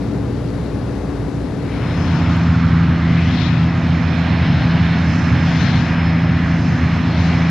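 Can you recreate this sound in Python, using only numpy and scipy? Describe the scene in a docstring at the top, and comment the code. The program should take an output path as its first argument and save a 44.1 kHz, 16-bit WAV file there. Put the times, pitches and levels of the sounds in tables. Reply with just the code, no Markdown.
"""An airfield in two views joined by a cross-fade. First, far engines roar from the left: shaped noise
with thin turbine whines (unsteady sines). An idling engine drones through both views on multiples of one rate.
Then a propeller beats close by, as pulses, in front of a wide jet rush of shaped noise with its own whines;
its treble comes and goes with the turbulent air. Faint ticks, snaps of noise, sit on top.
The recorder rounds off the highest peaks and cuts off the very top of the treble."""
import sys
import numpy as np
from scipy import signal
from scipy.fft import rfft, irfft, next_fast_len
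from scipy.io import wavfile
from scipy.ndimage import uniform_filter1d, map_coordinates

SR = 44100
rng = np.random.default_rng(int(sys.argv[2]) if len(sys.argv) > 2 else 0)


def transcribe(signal):
    """Save signal, clipped to [-1, 1], as a 16-bit WAV file at the path in sys.argv[1]."""
    frames = np.atleast_2d(signal).T
    limited = np.clip(frames, -1, 1)
    pcm = np.round(limited * 32767).astype(np.int16)
    wavfile.write(sys.argv[1], SR, pcm)


N = 330750  # samples, 7.5 s


def amp(db):
    """Turn a level in dB into a gain."""
    return 10 ** (np.asarray(db) / 20)


def along(points, hz):
    """Read a curve of (frequency [Hz], value) points on a log frequency axis."""
    point_hz, values = np.transpose(points)
    return np.interp(np.log(hz + 1), np.log(point_hz + 1), values)


def curves(rows):
    """Draw straight lines through the rows: one value per sample for each column after the time."""
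    times, *columns = np.transpose(rows)
    t = np.arange(N) / SR
    return np.array([np.interp(t, times, column) for column in columns])


def wobble(rate):
    """A smooth random curve with `rate` random points a second."""
    knots = rng.standard_normal(int(N * rate / SR) + 4)
    return map_coordinates(knots, [np.arange(N) * rate / SR])


def sides(left_db):
    """Left and right gains for a lean to the left in dB; the two gains always add up to 2."""
    share = 1 / (1 + amp(-np.asarray(left_db)))
    return 2 * np.array([share, 1 - share])


def roar(colour, humps, alike, left, bands, levels_db, patchy_db, drift_db, sway_db=0, swell=None):
    """Stereo turbulence noise: each band follows its level, neighbours blend, random patches drift over it."""
    hop = 512  # samples between short spectra
    frames = dict(nperseg=4 * hop, noverlap=3 * hop)
    hz, t, (a, b) = signal.stft(rng.standard_normal((2, N + 2 * hop)), SR, **frames)
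    at = np.minimum(np.arange(len(t)) * hop, N - 1)  # sample at each spectrum

    hump_db = sum(db * np.exp(-((hz - centre) / width) ** 2) for centre, width, db in humps)
    shape = amp(along(colour, hz) + hump_db)

    # Cancel the level that the colour alone gives each band, then set the wanted one.
    held = [np.sqrt(2 * np.sum(shape[(hz > lo) & (hz < hi)] ** 2) / (4 * hop)) for lo, hi in bands]
    centres = [np.sqrt(lo * hi) for lo, hi in bands]
    blend = np.array([along(list(zip(centres, row)), hz) for row in np.eye(len(bands))])
    moving_db = blend.T @ (levels_db[:, at] - 20 * np.log10(held)[:, None])

    if swell is not None:  # a narrow lift at the moving frequency, with a wide shallow dip around it
        swell_hz, swell_db = swell[:, at]
        distance = np.log(hz[:, None] / swell_hz + 1e-9)
        lift = np.exp(-(distance / 0.15) ** 2)
        dip = 0.23 * np.exp(-distance ** 2)
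        moving_db += swell_db * (lift - dip)

    # Random patches, smoothed over frequency and then over time.
    fields = rng.standard_normal((2, *a.shape))
    fields = uniform_filter1d(uniform_filter1d(fields, size=30, axis=1), size=5, axis=2)
    unrest = np.clip(hz / 2500, .3, 1.2)[:, None]  # eddies disturb short waves most
    patch, drift = fields / fields.std() * unrest

    # Mix two independent noises so that left and right are as alike as wanted.
    turn = np.arccos(np.clip(along(alike, hz), -1, 1))[:, None] / 2
    shared, apart = np.cos(turn) * a, np.sin(turn) * b
    pair = np.array([shared + apart, shared - apart]) / np.cos(turn)

    sway = np.clip(hz / 4000, 0, 1)[:, None] * np.broadcast_to(sway_db, N)[at]
    lean_db = along(left, hz)[:, None] + drift_db * drift + sway
    pair *= shape[:, None] * amp(moving_db + patchy_db * patch) * sides(lean_db)
    return signal.istft(pair, SR, **frames)[1][:, :N]


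def tones(table, flutter_db, rate, heard_db=None):
    """Unsteady sines: pitch wavers, level flutters slowly and shivers fast in the air."""
    out = np.zeros((2, N))
    for k, (hz, db, left_db, waver_hz) in enumerate(table):
        cycles = np.cumsum(hz + waver_hz * wobble(25)) / SR + rng.random()
        level_db = db + flutter_db * wobble(rate) + 2.3 * wobble(30)
        if heard_db is not None:
            level_db = level_db + heard_db[k]
        sine = np.sqrt(2) * amp(level_db) * np.sin(2 * np.pi * cycles)
        out += sides(left_db)[:, None] * sine
    return out


def faded():
    """How far the cross-fade has gone, 0 to 1."""
    start_s, length_s = 1.59, 0.87
    return np.clip((np.arange(N) / SR - start_s) / length_s, 0, 1)


def far_engines():
    """Far engines: turbulent exhaust makes a wide noise, turning parts add hums and whines."""
    # Starting levels of rumble, roar, rush and hiss [dB]
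    far_levels = [-24.5, -37, -49.5, -63.5]
    # How far each of these four wanders [dB]
    far_sway = [1.3, .5, .4, .4]
    # Colour of the noise: (frequency [Hz], relative level [dB per Hz])
    far_colour = [(22, -31), (45, -26), (55, -9), (120, -3), (270, -7), (450, -13.5), (900, -21.5),
                  (2000, -33.5), (3000, -42.5), (4300, -43.5), (6300, -50), (9200, -59), (10400, -52.5),
                  (11500, -62.5), (15500, -75)]
    # Likeness of left and right: (frequency [Hz], likeness [1 = the same])
    far_alike = [(60, 0.99), (200, 1), (1000, 0.99), (4000, 0.84), (6000, 0.62), (7300, 0.12), (10000, .6),
                 (13000, .3)]
    # Lean to the left: (frequency [Hz], left over right [dB])
    far_left = [(60, 1), (100, -1), (170, -3), (280, 10.5), (470, 8.5), (800, 7), (1340, 7.0), (2240, 8.5),
                (3760, 11), (6300, 10)]
    # Hums and whines: (frequency [Hz], level [dB], left over right [dB], pitch waver [Hz])
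    far_tones = [(58.5, -31, -2, 3), (117, -32, -2, 3), (838, -55, 8, 3), (1703, -61, 8, 4),
                 (2171, -65, 9, 4), (2682, -66, 9, 4), (3752, -68, 11, 6), (8258, -78, 9, 6),
                 (10191, -78, 9, 20), (10398, -77, 10, 5), (10428, -75, 10, 5)]
    bands = [(40, 230), (550, 1500), (3000, 6000), (8500, 12000)]  # Hz
    rumble_fall = 2  # dB per second, as the jet rolls away

    levels_db = np.array([db + sway_db * wobble(4) for db, sway_db in zip(far_levels, far_sway)])
    levels_db[0] -= rumble_fall * (np.arange(N) / SR - .8)
    noise = roar(far_colour, [], far_alike, far_left, bands, levels_db, patchy_db=.6, drift_db=1.5)
    return noise + tones(far_tones, flutter_db=0.5, rate=4.4)


def drone():
    """Idling engine: multiples of one shaft rate, each fluttering by itself, heard through both views."""
    # Parts of the hum: (multiple of the shaft rate, level before the gain of each view [dB])
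    parts = [(4, -29.5), (5, -49), (6, -39.5), (7, -41.5)]
    shaft_hz = 70.87
    first_gain_db, second_gain_db = -0.4, -6
    first_left_db, second_left_db = 7.5, -7  # left over right in each view

    gone = faded()
    gain_db = first_gain_db + (second_gain_db - first_gain_db) * gone
    left_db = first_left_db + (second_left_db - first_left_db) * gone
    turn = 2 * np.pi * np.cumsum(shaft_hz + 0.11 * wobble(3)) / SR
    hum = 0
    for k, db in parts:
        level = amp(db + 0.74 * wobble(4.6))
        hum = hum + level * np.sin(k * turn + 2 * np.pi * rng.random())
    return sides(left_db) * np.sqrt(2) * amp(gain_db) * hum


def propeller():
    """Propeller: one pressure pulse per blade, so the multiples of the blade rate peak together."""
    # Loudness of the beat: (time [s], level [dB])
    beat_levels = [(1.8, -23), (2.3, -17), (2.8, -16), (3.2, -18), (4.1, -19), (6.2, -18.5), (7.5, -18)]
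    # Make-up of each pulse: (multiple of the blade rate, relative level [dB])
    orders = [(1, -4.5), (2, 0), (3, -8.5), (4, -23)]
    blade_hz = 83.17  # blades passing per second

    turn = 2 * np.pi * (np.cumsum(blade_hz + .06 * wobble(2)) / SR + rng.random())
    beat = 0
    for k, db in orders:
        level = amp(db + .4 * wobble(5))
        beat = beat + level * np.cos(k * turn + .08 * wobble(6))
    return sides(-.3)[:, None] * np.sqrt(2) * amp(curves(beat_levels)) * beat


def jet_rush():
    """Near jet: turbulent noise with moving bands, and turbine whines: some follow the rush or its treble,
    one has its own level curve, one sounds briefly."""
    # Rumble and growl: (level at middle_s [dB], rise [dB per s], wander [dB])
    low_rows = [(-19.5, .2, 1.1), (-32, -0.5, 1)]
    # Middle of the rush: (time [s], body level [dB], breath level [dB], rush level [dB])
    middle_rows = [(1.8, -36.5, -31, -31.5), (2.25, -33, -33.5, -32), (2.75, -37.5, -31.5, -32),
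                   (3.4, -35.5, -35, -30.5), (3.9, -35.5, -34.5, -31.5), (4.4, -32, -34, -29.5),
                   (5.2, -33.5, -33.5, -29), (5.7, -32, -33, -28), (6.3, -33.5, -35.5, -29),
                   (6.86, -36, -33, -30.5), (7.2, -32, -34, -28.5), (7.5, -32, -32.5, -28)]
    # Treble: (time [s], hiss level [dB], fizz level [dB], sway to the left around its mean [dB])
    treble_rows = [(1.8, -36, -57.5, 12.5), (2.02, -40.5, -50, 13), (2.63, -41, -55, -1.5),
                   (2.93, -42.5, -57.5, -0.5), (3.31, -37, -50.5, 7), (3.42, -31.5, -50, 14),
                   (3.5, -36, -54.5, 14.5), (3.69, -42.5, -55.5, 2.5), (4.16, -38.5, -55, -8),
                   (4.47, -36, -55.5, 1), (4.97, -37, -53.5, -2.5), (5.15, -41, -47.5, -4.5),
                   (5.39, -39, -52, -3.5), (5.63, -32, -45.5, 8), (5.74, -33.5, -49.5, 9),
                   (5.88, -39.5, -51, 5), (5.99, -40.5, -58.5, 1.5), (6.31, -41, -57.5, 2.5),
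                   (6.62, -42, -50, -0.5), (7.04, -40.5, -54, -1.5), (7.15, -34.5, -55.5, 4),
                   (7.26, -38, -45.5, 7), (7.31, -39.5, -50, 1.5), (7.5, -38, -51.5, 0.5)]
    # Colour of the noise: (frequency [Hz], relative level [dB per Hz])
    rush_colour = [(22, -40.5), (50, -32), (75, -18), (105, -9), (165, -15), (300, -24.5), (430, -34.5),
                   (680, -20), (1700, -29), (2300, -33), (3000, -40), (4200, -46.5), (7500, -69),
                   (9000, -82.5), (15500, -91)]
    # Broad humps of fan noise on that colour: (frequency [Hz], width [Hz], height [dB])
    fan_humps = [(4200, 170, 2), (5270, 260, 6), (6270, 350, 5.5)]
    # Likeness of left and right: (frequency [Hz], likeness [1 = the same])
    rush_alike = [(100, 1), (300, 1), (430, .75), (650, 1), (1400, 0.93), (2800, 0.99), (4500, 0.87),
                  (6500, 0.36), (9000, .15), (13000, .6)]
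    # Lean to the left: (frequency [Hz], left over right [dB])
    rush_left = [(60, -1), (100, -1.5), (170, 1.5), (280, 2.5), (470, -6), (800, 0), (1340, 0.5),
                 (2240, 0.5), (3760, 6), (6300, 6)]
    # A brighter band that wanders through the rush: (time [s], frequency [Hz], strength [dB])
    swell_rows = [(1.6, 2300, 4), (1.95, 2000, 2), (2.25, 1300, 2), (2.7, 1400, 3), (3.0, 1800, 3),
                  (3.2, 2400, 3), (3.4, 3900, 3), (3.6, 3900, .5), (3.75, 1700, .5), (5.0, 1600, 2.5),
                  (7.5, 1690, .5)]
    # Weak turbine whines: (frequency [Hz], level [dB], left over right [dB], pitch waver [Hz])
    weak_whines = [(1094, -51, 0, 8), (1235, -48.5, -1, 4), (2585, -57, 0, 8), (4764, -63, 2, 5),
                   (6160, -71, 3, 5)]
    # Strong turbine whines, same columns; the middle one takes its level from main_whine
    fan_whines = [(4212, -56, 3, 9), (5177, 0, 0, 5), (5318, -58.5, 0, 4)]
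    # Level of the middle strong whine: (time [s], level [dB])
    main_whine = [(1.75, -58), (1.95, -49), (2.5, -57.5), (2.8, -65), (3.45, -55), (3.8, -61), (4.5, -52),
                  (5.3, -55.5), (5.65, -51.5), (5.9, -53), (6.05, -48.5), (6.28, -47.5), (6.4, -61),
                  (7.05, -60), (7.3, -50), (7.5, -55)]
    # How far each strong whine follows the treble, 0 for the middle one:
    # (share of hiss [dB per dB], share of fizz [dB per dB])
    follows = [(1.1, 0), (0, 0), (.2, .4)]
    bands = [(90, 155), (260, 330), (550, 950), (950, 1450), (1450, 2800),
             (3000, 4800), (5500, 7500), (9500, 15000)]  # Hz
    middle_s = 4.7  # moment at which the rumble and growl levels hold
    mic_hiss_db = -77.5  # steady faint microphone hiss at the very top
    brief_s, brief_half_s = 2.35, .36  # a high whine heard for a moment: middle and half length
    brief_whine = [(7348, -67, 3, 3)]  # Hz, dB, left over right dB, waver Hz

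    t = np.arange(N) / SR
    hiss_db, fizz_db, sway_db = curves(treble_rows)
    low_db = [db + rise * (t - middle_s) + wander_db * wobble(3.03) for db, rise, wander_db in low_rows]
    middle_db = [db + .6 * wobble(6) for db in curves(middle_rows)]
    levels_db = np.array([*low_db, *middle_db, hiss_db, fizz_db, np.full(N, mic_hiss_db)])
    noise = roar(rush_colour, fan_humps, rush_alike, rush_left, bands, levels_db, patchy_db=1.0,
                 drift_db=2.5, sway_db=sway_db - sway_db.mean(), swell=curves(swell_rows))

    rush_change_db = middle_db[-1] - middle_db[-1].mean()
    weak = amp(rush_change_db) * tones(weak_whines, flutter_db=1.5, rate=4.5)
    moment = np.exp(-((t - brief_s) / brief_half_s) ** 4)
    brief = moment * tones(brief_whine, flutter_db=2.0, rate=4)

    heard_db = np.array(follows) @ [hiss_db - hiss_db.mean(), fizz_db - fizz_db.mean()]
    heard_db[1] += curves(main_whine)[0]
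    strong = tones(fan_whines, flutter_db=2.3, rate=6, heard_db=heard_db)
    return noise + weak + brief + strong


def ticks():
    """Faint bright ticks from all sides: very short noise snaps, some at set times and a weaker scatter."""
    # Ticks at set times: (time [s], level [dB])
    set_ticks = [(2.365, -44.5), (2.9607, -53.5), (4.2368, -53.5), (4.574, -50.5), (4.7182, -55.5),
                 (5.0519, -54), (5.2734, -48), (5.3198, -52), (5.417, -50.5), (5.5618, -47.5),
                 (5.6345, -43), (5.8958, -53.5), (5.9336, -50.5), (6.6057, -53), (6.7281, -52),
                 (7.014, -56.5), (7.288, -51), (7.3562, -52)]
    draw = rng.random((90, 2))
    scatter = np.c_[2.3 + 5.1 * draw[:, 0], -64 + 9 * draw[:, 1] ** 2]  # same columns
    out = np.zeros((2, N + 128))
    t = np.arange(128) / SR
    for s, db in [*set_ticks, *scatter]:
        # 8 dB extra ahead of the filter; the snap dies by 60 dB in 2 ms
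        snap = amp(db + 8.0 - 60 * t / .002) * rng.standard_normal(len(t))
        start = round(s * SR)
        out[:, start:][:, :len(t)] += sides(rng.normal(0, 4))[:, None] * snap
    bright = signal.butter(1, [6500, 13000], "band", fs=SR, output="sos")
    return signal.sosfilt(bright, out[:, :N])


def scene():
    """Cross-fade from the first view to the second, with the drone running through both."""
    turn = faded() * np.pi / 2
    first = np.abs(np.cos(turn))
    second = np.sin(turn) ** 0.79  # rises a little sooner than a plain sine
    return first * far_engines() + drone() + second * (propeller() + jet_rush() + ticks())


def record(dry):
    """Recorder: a soft ceiling rounds off the peaks, then everything above the top frequency is cut."""
    ceiling, top_hz = .7, 15760  # ceiling as a share of full scale
    soft = dry / (1 + np.abs(dry / ceiling) ** 6) ** (1 / 6)
    m = next_fast_len(N + 8192)
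    kept = np.fft.rfftfreq(m, 1 / SR) < top_hz
    return irfft(rfft(soft, m) * kept, m)[:, :N]


dry = scene()
out = record(dry)
transcribe(out)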